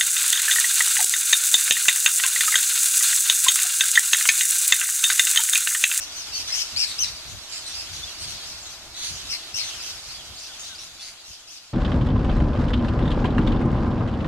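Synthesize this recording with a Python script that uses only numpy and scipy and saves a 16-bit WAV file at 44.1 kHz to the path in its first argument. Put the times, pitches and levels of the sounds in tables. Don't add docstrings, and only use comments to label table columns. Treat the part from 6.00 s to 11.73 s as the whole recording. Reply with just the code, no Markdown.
import sys
import numpy as np
from scipy import signal
from scipy.fft import rfft, irfft, next_fast_len
from scipy.io import wavfile

SR = 44100
rng = np.random.default_rng(int(sys.argv[2]) if len(sys.argv) > 2 else 0)


def dump_mix(stems):
    frames = np.atleast_2d(stems).T
    limited = np.clip(frames, -1, 1)
    pcm = np.round(limited * 32767).astype(np.int16)
    wavfile.write(sys.argv[1], SR, pcm)


N = 252693

PARTIAL_LEVELS = [-14.5, -4.5, -18, -15.5]
FLICKER_DB = 2.5
THROB = .7


def screech(length, first_hz, top_hz, last_hz, top_at, depth, trill_hz, rough,
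            jitter=0.117, throb=THROB, air_db=-7):
    size = int(length * SR)
    u = np.linspace(0, 1, size)
    climb = (first_hz - top_hz) * (1 - u / top_at) ** 2
    past_top = np.maximum((u - top_at) / (1 - top_at), 0)
    arch = top_hz + np.where(u < top_at, climb, (last_hz - top_hz) * past_top ** 1.7)

    turn = 2 * np.pi * np.cumsum(trill_hz * (1 + 0.105 * walk(size, 70.5))) / SR
    onset = np.clip(1.6 * u / top_at - .7, 0, 1)
    trill = onset * (np.sin(turn) - 0.3 * np.sin(2 * turn))
    strain = abs(rough) * (1 + onset) / 2
    pitch = arch / 2 * (1 + depth * trill + strain * jitter * walk(size, 2600))
    phase = 2 * np.pi * np.cumsum(pitch) / SR

    tone = np.zeros(size)
    for k, db in enumerate(PARTIAL_LEVELS, 1):
        flicker = undb(db + FLICKER_DB * walk(size, 341.6))
        tone += flicker * np.sin(k * phase) * (k * pitch < SR / 2)

    puff = (1 - np.cos(turn)) ** 2 / 2
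    air = undb(air_db) * np.sqrt(strain) * puff * rng.standard_normal(size)
    shake = (1 + throb * onset * np.cos(turn - 1)) * undb(2.1 * strain * walk(size, 574.0))
    return unit((tone * shake + air) * swell(size, 0.026, 0.087))


TOP_AT, SCREECH_RISE, SCREECH_FALL = .32, 0.11, 0.18
TRILL_HZ, TRILL_DEPTH = 110.3, 0.244


def squawk(length, top_hz, climb, sag, rough):
    first_hz = top_hz * (1 - climb)
    last_hz = top_hz * (1 - sag)
    depth = TRILL_DEPTH * np.sqrt(abs(rough))
    call = screech(length, first_hz, top_hz, last_hz, TOP_AT, depth, TRILL_HZ, rough)
    return unit(call * swell(len(call), SCREECH_RISE, SCREECH_FALL))


# start in seconds, length in seconds, top pitch in Hz of the second
# relative level in dB, side (+1 left, -1 right).
SCREECH_CALLS = [ (0.0, 0.045, 5450, 0.029, .2, 0.6, -30.5, 0.83),
                 (0.147, 0.087, 6120, 0.067, 0.34, 0.17, -33.5, 0.92),
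                 (0.317, 0.11, 5674, .1, .28, 0.58, -29.5, -0.31),
                 (0.517, 0.12, 5530, 0.093, 0.13, 0.6, -23, .9),
                 (0.759, 0.099, 5204, 0.24, 0.24, 0.25, -21, 0.89),
                 (0.857, 0.077, 3900, .05, 0.075, 0.52, -32, 0),
                 (0.859, 0.055, 8100, 0.039, 0.2, .35, -34, .47),
                 (0.983, 0.07, 6183, .28, .31, 0.02, -21.5, 0.89),
                 (1.028, 0.041, 4000, 0.0073, 0.13, 0.14, -30.5, -0.0093),
                 (1.243, 0.077, 3900, .15, .06, 0.3, -43, 0),
                 (1.268, 0.072, 6200, 0.17, 0.053, 0.47, -39, 0),
                 (1.733, 0.1, 4830, 0, 0.0037, 0.2, -33, -0.35),
                 (2.208, 0.044, 4430, .05, 0.016, 0.3, -35, -0.63),
                 (2.405, .13, 4920, 0.19, 0.11, 0.77, -39, -0.46),
                 (2.688, 0.053, 5920, .12, 0.14, 0.65, -39.5, 0.21),
                 (2.936, .13, 3954, .04, .05, .25, -37, -.3),
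                 (3.289, 0.062, 5320, 0.065, .21, 0.28, -28, 1),
                 (3.539, .076, 5650, .08, 0.32, 0.29, -26, 1),
                 (3.798, 0.12, 5270, .14, 0.14, 0.91, -33, -0.26),
                 (4.072, 0.11, 4345, .07, 0.0062, 0.44, -38, -.48),
                 (4.361, 0.13, 4720, .12, 0.11, 1.02, -38, 0), (4.606, 0.15, 3700, 0, 0.2, 0.42, -41, 0.86),
                 (5.243, 0.12, 5480, 0, 0.3, .8, -41, 0.3),
                 (5.469, 0.12, 5580, .16, 0.37, 0.83, -40.5, 0.51)]
# frequency in Hz, gain in dB.
BEAK_COLOUR = [(600, -33), (1200, -17), (1900, -6.5), (2800, -2), (3500, -2), (4500, -0.5), (5400, -0.5),
               (6300, -4), (7100, -7), (9200, -7.5), (9900, -14), (12500, -9.5), (14000, -37)]


def near_screeches():
    return colour(perch(squawk, SCREECH_CALLS, even_db=-26, nearness=.35), BEAK_COLOUR)


# frequency in Hz, gain in dB.
SPRAY_TONE = [(700, -19), (1400, 2.5), (2000, 5), (3000, 9.5), (5000, -3), (9200, 4.5), (10000, 1),
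              (13500, -11)]


def rasp(length, rate_hz, low_hz, high_hz, high_db, width_hz, open_share=0.27, spray_db=-3):
    size = int(length * SR)
    cycle = np.cumsum(rate_hz * (1 + .07 * walk(size, 80))) / SR % 1
    pulses = np.exp(-cycle / open_share) + 0.19
    puffs = pulses * rng.standard_normal(size) * swell(size, .25, .25)
    rings = []
    for hz in (low_hz, high_hz):
        band = [hz - width_hz / 2, hz + width_hz / 2]
        b, a = signal.butter(2, band, "band", fs=SR)
        rings.append(unit(signal.lfilter(b, a, puffs)))
    spray = unit(colour(puffs, SPRAY_TONE))
    return unit(rings[0] + undb(high_db) * rings[1] + undb(spray_db) * spray)


RASP_PULSE_HZ, RASP_WIDTH = 108.6, 0.31


def scold(length, low_hz, high_hz, high_db):
    return rasp(length, RASP_PULSE_HZ, low_hz, high_hz, high_db, RASP_WIDTH * low_hz)


# start in seconds, length in seconds, lower resonance in Hz, upper
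# resonance in Hz, upper resonance against the lower in dB, level in dB, side (+1 left, -1 right).
RASP_CALLS = [ (0.465, 0.05, 4030, 5700, 3, -31.5, 0.43), (0.485, 0.075, 1900, 4840, 5, -37.5, 0),
              (1.504, 0.1, 5060, 6850, -5, -35, -0.62), (1.658, .11, 4070, 5600, 2.5, -39, -0.084),
              (1.919, 0.072, 4400, 5900, 1.5, -38, 0.00031), (2.188, 0.062, 4900, 8700, -1, -43, -.3),
              (2.265, .062, 4540, 6300, -5, -37, -.4), (2.949, 0.13, 3920, 6260, 0, -35, -.29),
              (3.015, 0.1, 4400, 5940, -1.5, -32, -0.5), (3.115, .079, 4300, 6270, 15, -41.5, 0),
              (3.314, 0.052, 2250, 4460, 8.5, -31.5, .6), (3.567, 0.079, 2330, 4450, 10, -31, 0.64),
              (3.61, 0.097, 4050, 6000, 2.5, -35, 0.26), (4.587, .04, 6440, 8000, -18, -38.5, .2),
              (4.624, .077, 5070, 6000, -3, -41, 0), (4.788, 0.063, 4100, 5530, 1, -41, 0),
              (4.981, 0.14, 4800, 6000, -6, -40.5, -0.085)]


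def near_rasps():
    return perch(scold, RASP_CALLS, even_db=-24.5, nearness=0.12)


YIP_S, YIP_ARCH = 0.02, .24


def yip(top_hz, rough=0.019):
    foot_hz = top_hz * (1 - YIP_ARCH)
    return screech(YIP_S, foot_hz, top_hz, foot_hz, 0.565, 0, TRILL_HZ, rough)


def chip(length, first_hz, last_hz, waver=0.01):
    size = int(length * SR)
    pitch = np.linspace(first_hz, last_hz, size) * (1 + waver * walk(size, 950))
    return unit(np.sin(2 * np.pi * np.cumsum(pitch) / SR) * swell(size, 0.16, 0.12))


WHISTLE_SAG_HZ_PER_S = 3320
CHIP_S, CHIP_FIRST_HZ, CHIP_LAST_HZ = .021, 7780, 5970
# start in seconds, top pitch in Hz, relative level in dB.
YIP_CALLS = [(1.074, 4740, -31.5), (4.747, 4920, -39.5), (4.783, 5650, -37.5), (5.023, 4700, -38.5),
             (5.037, 4600, -42), (5.067, 4700, -44)]
# start in seconds, length in seconds, first pitch in Hz, relative level in dB.
WHISTLE_CALLS = [(0.329, 0.056, 4600, -30.5), (0.83, .037, 1786, -46), (1.657, .035, 8500, -37),
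                 (1.659, 0.031, 4100, -38), (2.03, 0.015, 3570, -31.5), (2.073, 0.025, 3355, -41),
                 (4.481, .045, 1580, -49.5), (4.688, 0.072, 1656, -48), (4.991, 0.033, 3550, -46)]
# start in seconds, relative level in dB.
CHIP_CALLS = [(0.66, -51), (1.493, -43), (2.596, -48), (2.621, -41), (2.652, -43), (4.352, -44),
              (4.385, -42), (4.411, -47), (4.833, -46), (5.392, -50)]


def clear_notes(whistle_side=0.15, chip_side=0.54):
    out = np.zeros((2, N))
    for start, hz, db in YIP_CALLS:
        add(out, undb(db) * unit(colour(yip(hz), BEAK_COLOUR)), start, 0)
    for start, length, hz, db in WHISTLE_CALLS:
        last_hz = hz - WHISTLE_SAG_HZ_PER_S * length
        add(out, undb(db) * chip(length, hz, last_hz), start, whistle_side)
    for start, db in CHIP_CALLS:
        add(out, undb(db) * chip(CHIP_S, CHIP_FIRST_HZ, CHIP_LAST_HZ), start, chip_side)
    return out


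def near_birds():
    screeches = near_screeches()
    rasps = near_rasps()
    notes = clear_notes()
    return undb(1.0) * screeches + rasps + undb(-3) * notes + undb(-8.0) * yard(notes)


# frequency in Hz, gain in dB.
WASH_COLOUR = [(700, -6.5), (1400, 3), (1900, -3), (2700, 2), (4800, -8), (6500, 3), (9000, -7.5),
               (10000, -7), (13000, -13), (15000, -91)]


def flock(count=860, centre_hz=4600, spread=.23, scatter_db=2.5, blur_db=-4):
    out = np.zeros((2, N))
    for k, (when, length, top_at, depth, rough, side) in enumerate(rng.random((count, 6))):
        pitch, loud = np.clip(rng.standard_normal(2), -2, 2)
        hz = centre_hz * np.exp(spread * pitch)
        call = screech(.035 + .08 * length, .84 * hz, hz, .78 * hz, 0.1956 + 0.3925 * top_at,
                       0.16 * depth ** 2, 90 + 35 * side, 0.095 + 0.63 * rough, throb=0.74)
        start = (k + when) / count * N / SR
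        add(out, undb(scatter_db * loud) * call, start, 2 * side - 1)
    wash = unit(colour(rng.standard_normal((2, N)), WASH_COLOUR))
    wash = wash * undb(2 * np.array([walk(N, 40), walk(N, 40)]))
    return unit(unit(colour(out + yard(out), BEAK_COLOUR)) + undb(blur_db) * wash)


# time in seconds, relative level in dB.
DIN_LEVEL = [(0.0, -39.5), (0.96, -38), (1.07, -39), (1.35, -44), (1.56, -41), (1.71, -39.5), (2.36, -39.5),
             (2.81, -44), (3.0, -44.5), (3.13, -38.5), (3.57, -42.5), (3.7, -37.5), (4.42, -45),
             (4.58, -42.5), (5.28, -48.5), (5.73, -51.5)]


def din():
    return flock() * undb(curve(DIN_LEVEL) + 3.0)


STIR_DB, STIR_FADE_DB = -57, 3
# start in seconds, length in seconds, level in dB.
WING_PASSES = [(0.714, 0.091, -46), (1.018, 0.17, -53), (1.242, 0.17, -44), (1.894, 0.19, -47.5),
               (2.18, 0.22, -46.5), (3.084, 0.096, -44), (3.218, 0.13, -48), (3.525, 0.047, -54),
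               (3.734, 0.075, -53), (4.28, 0.087, -48), (5.276, 0.048, -52.5)]
# frequency in Hz, gain in dB.
WING_TONE = [(20, -38), (45, -0.5), (75, 2), (130, -4.5), (220, -13.5), (400, -23.5), (1500, -32)]


def wings(beat_hz=15, beat_depth=0.28, gust_db=7):
    push = np.zeros((2, N))
    for start, length, db in WING_PASSES:
        size = int(length * SR)
        beats = 1 - beat_depth * np.cos(2 * np.pi * beat_hz * np.arange(size) / SR)
        add(push, undb(db) * unit(beats * swell(size, 0.18, 0.31)), start, 0)
    gusts = gust_db * np.tanh(walk(N, 22))
    stir = undb(STIR_DB - fade_out(STIR_FADE_DB) + gusts)
    return np.hypot(push, stir) * low_noise(WING_TONE, side_db=-6)


TOWN_DB, TOWN_FADE_DB = -50.5, 2
# frequency in Hz, gain in dB.
TOWN_TONE = [(20, 3.5), (70, 4.5), (130, -8.5), (220, -5.5), (340, 1.5), (430, -5), (540, -2.5), (660, 4.5),
             (900, -0.5), (1400, -2.5), (2200, -6.5), (5000, -20)]


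def town():
    return low_noise(TOWN_TONE, side_db=-21) * undb(TOWN_DB - fade_out(TOWN_FADE_DB))


FADE_FROM_S = 3.41


def fade_out(rate_db):
    return rate_db * np.maximum(np.arange(N) / SR - FADE_FROM_S, 0) ** 2


def low_noise(points, side_db):
    mid, side = colour(rng.standard_normal((2, N)), points)
    return unit(mid + undb(side_db) * side * np.array([[1], [-1]]))


# frequency in Hz, gain in dB.
ECHO_COLOUR = [(500, -12), (3000, 0), (5000, -1.5), (8000, 6), (14000, 1)]


def yard(x, tail_db=-14, t60_s=0.56):
    t = np.arange(SR * 3 // 4) / SR
    scatter = rng.standard_normal((2, len(t))) * (rng.random((2, len(t))) < .08)
    early = np.exp(-t / .012)
    tail = undb(tail_db - 60 * t / t60_s)
    echo = scatter * (t > .002) * (early + tail)
    energy = np.sum(echo ** 2, axis=1, keepdims=True)
    echo = colour(echo / np.sqrt(energy), ECHO_COLOUR)
    return signal.fftconvolve(x, echo, axes=1)[:, :N]


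def perch(voice, table, even_db, nearness):
    direct, send = np.zeros((2, 2, N))
    for start, *shape, db, side in table:
        wet = undb(nearness * (even_db - db))
        call = undb(db) * voice(*shape) / np.hypot(1, wet)
        add(direct, call, start, side)
        add(send, wet * call, start, side / 2)
    return direct + yard(send)


def add(out, x, start, side, lag_s=.00013, side_db=5.5):
    for channel, sign in enumerate((1, -1)):
        lag = int(round(lag_s * SR * (1 - sign * np.tanh(2 * side)) / 2))
        i = max(int(start * SR), 0) + lag
        part = x[:max(N - i, 0)]
        out[channel, i:i + len(part)] += part * undb(sign * side * side_db / 2)


# frequency in Hz, gain in dB.
PORT_DIFFERENCE = [(700, -16), (1400, -7), (2500, -0.5), (4500, 1.5), (8000, -0.5)]


def ports(x):
    mid = (x[0] + x[1]) / 2
    side = colour((x[0] - x[1]) / 2, PORT_DIFFERENCE)
    return np.array([mid + side, mid - side])


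def undb(db):
    return 10 ** (np.asarray(db) / 20)


def unit(x):
    return x / np.sqrt(np.mean(x ** 2) + 1e-18)


def curve(rows):
    return np.interp(np.arange(N) / SR, *np.transpose(rows))


def colour(x, points):
    hz, db = np.transpose(points)
    size = next_fast_len(x.shape[-1])
    f = np.maximum(np.fft.rfftfreq(size, 1 / SR), 1)
    gain = undb(np.interp(np.log(f), np.log(hz), db))
    return irfft(rfft(x, size) * gain, size)[..., :x.shape[-1]]


def walk(size, rate):
    steps = rng.standard_normal(1024)
    return np.interp(np.arange(size) * rate / SR, np.arange(len(steps)), steps)


def swell(size, rise, fall):
    u = np.linspace(0, 1, size)
    return np.sin(np.pi / 2 * np.clip(np.minimum(u / rise, (1 - u) / fall), 0, 1))


def scene():
    birds = ports(near_birds() + din())
    return birds + wings() + town()


TOP_HZ = 13500


def record(dry):
    return signal.sosfilt(signal.ellip(10, .2, 80, TOP_HZ, fs=SR, output="sos"), dry)


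dry = scene()
out = record(dry)
dump_mix(out)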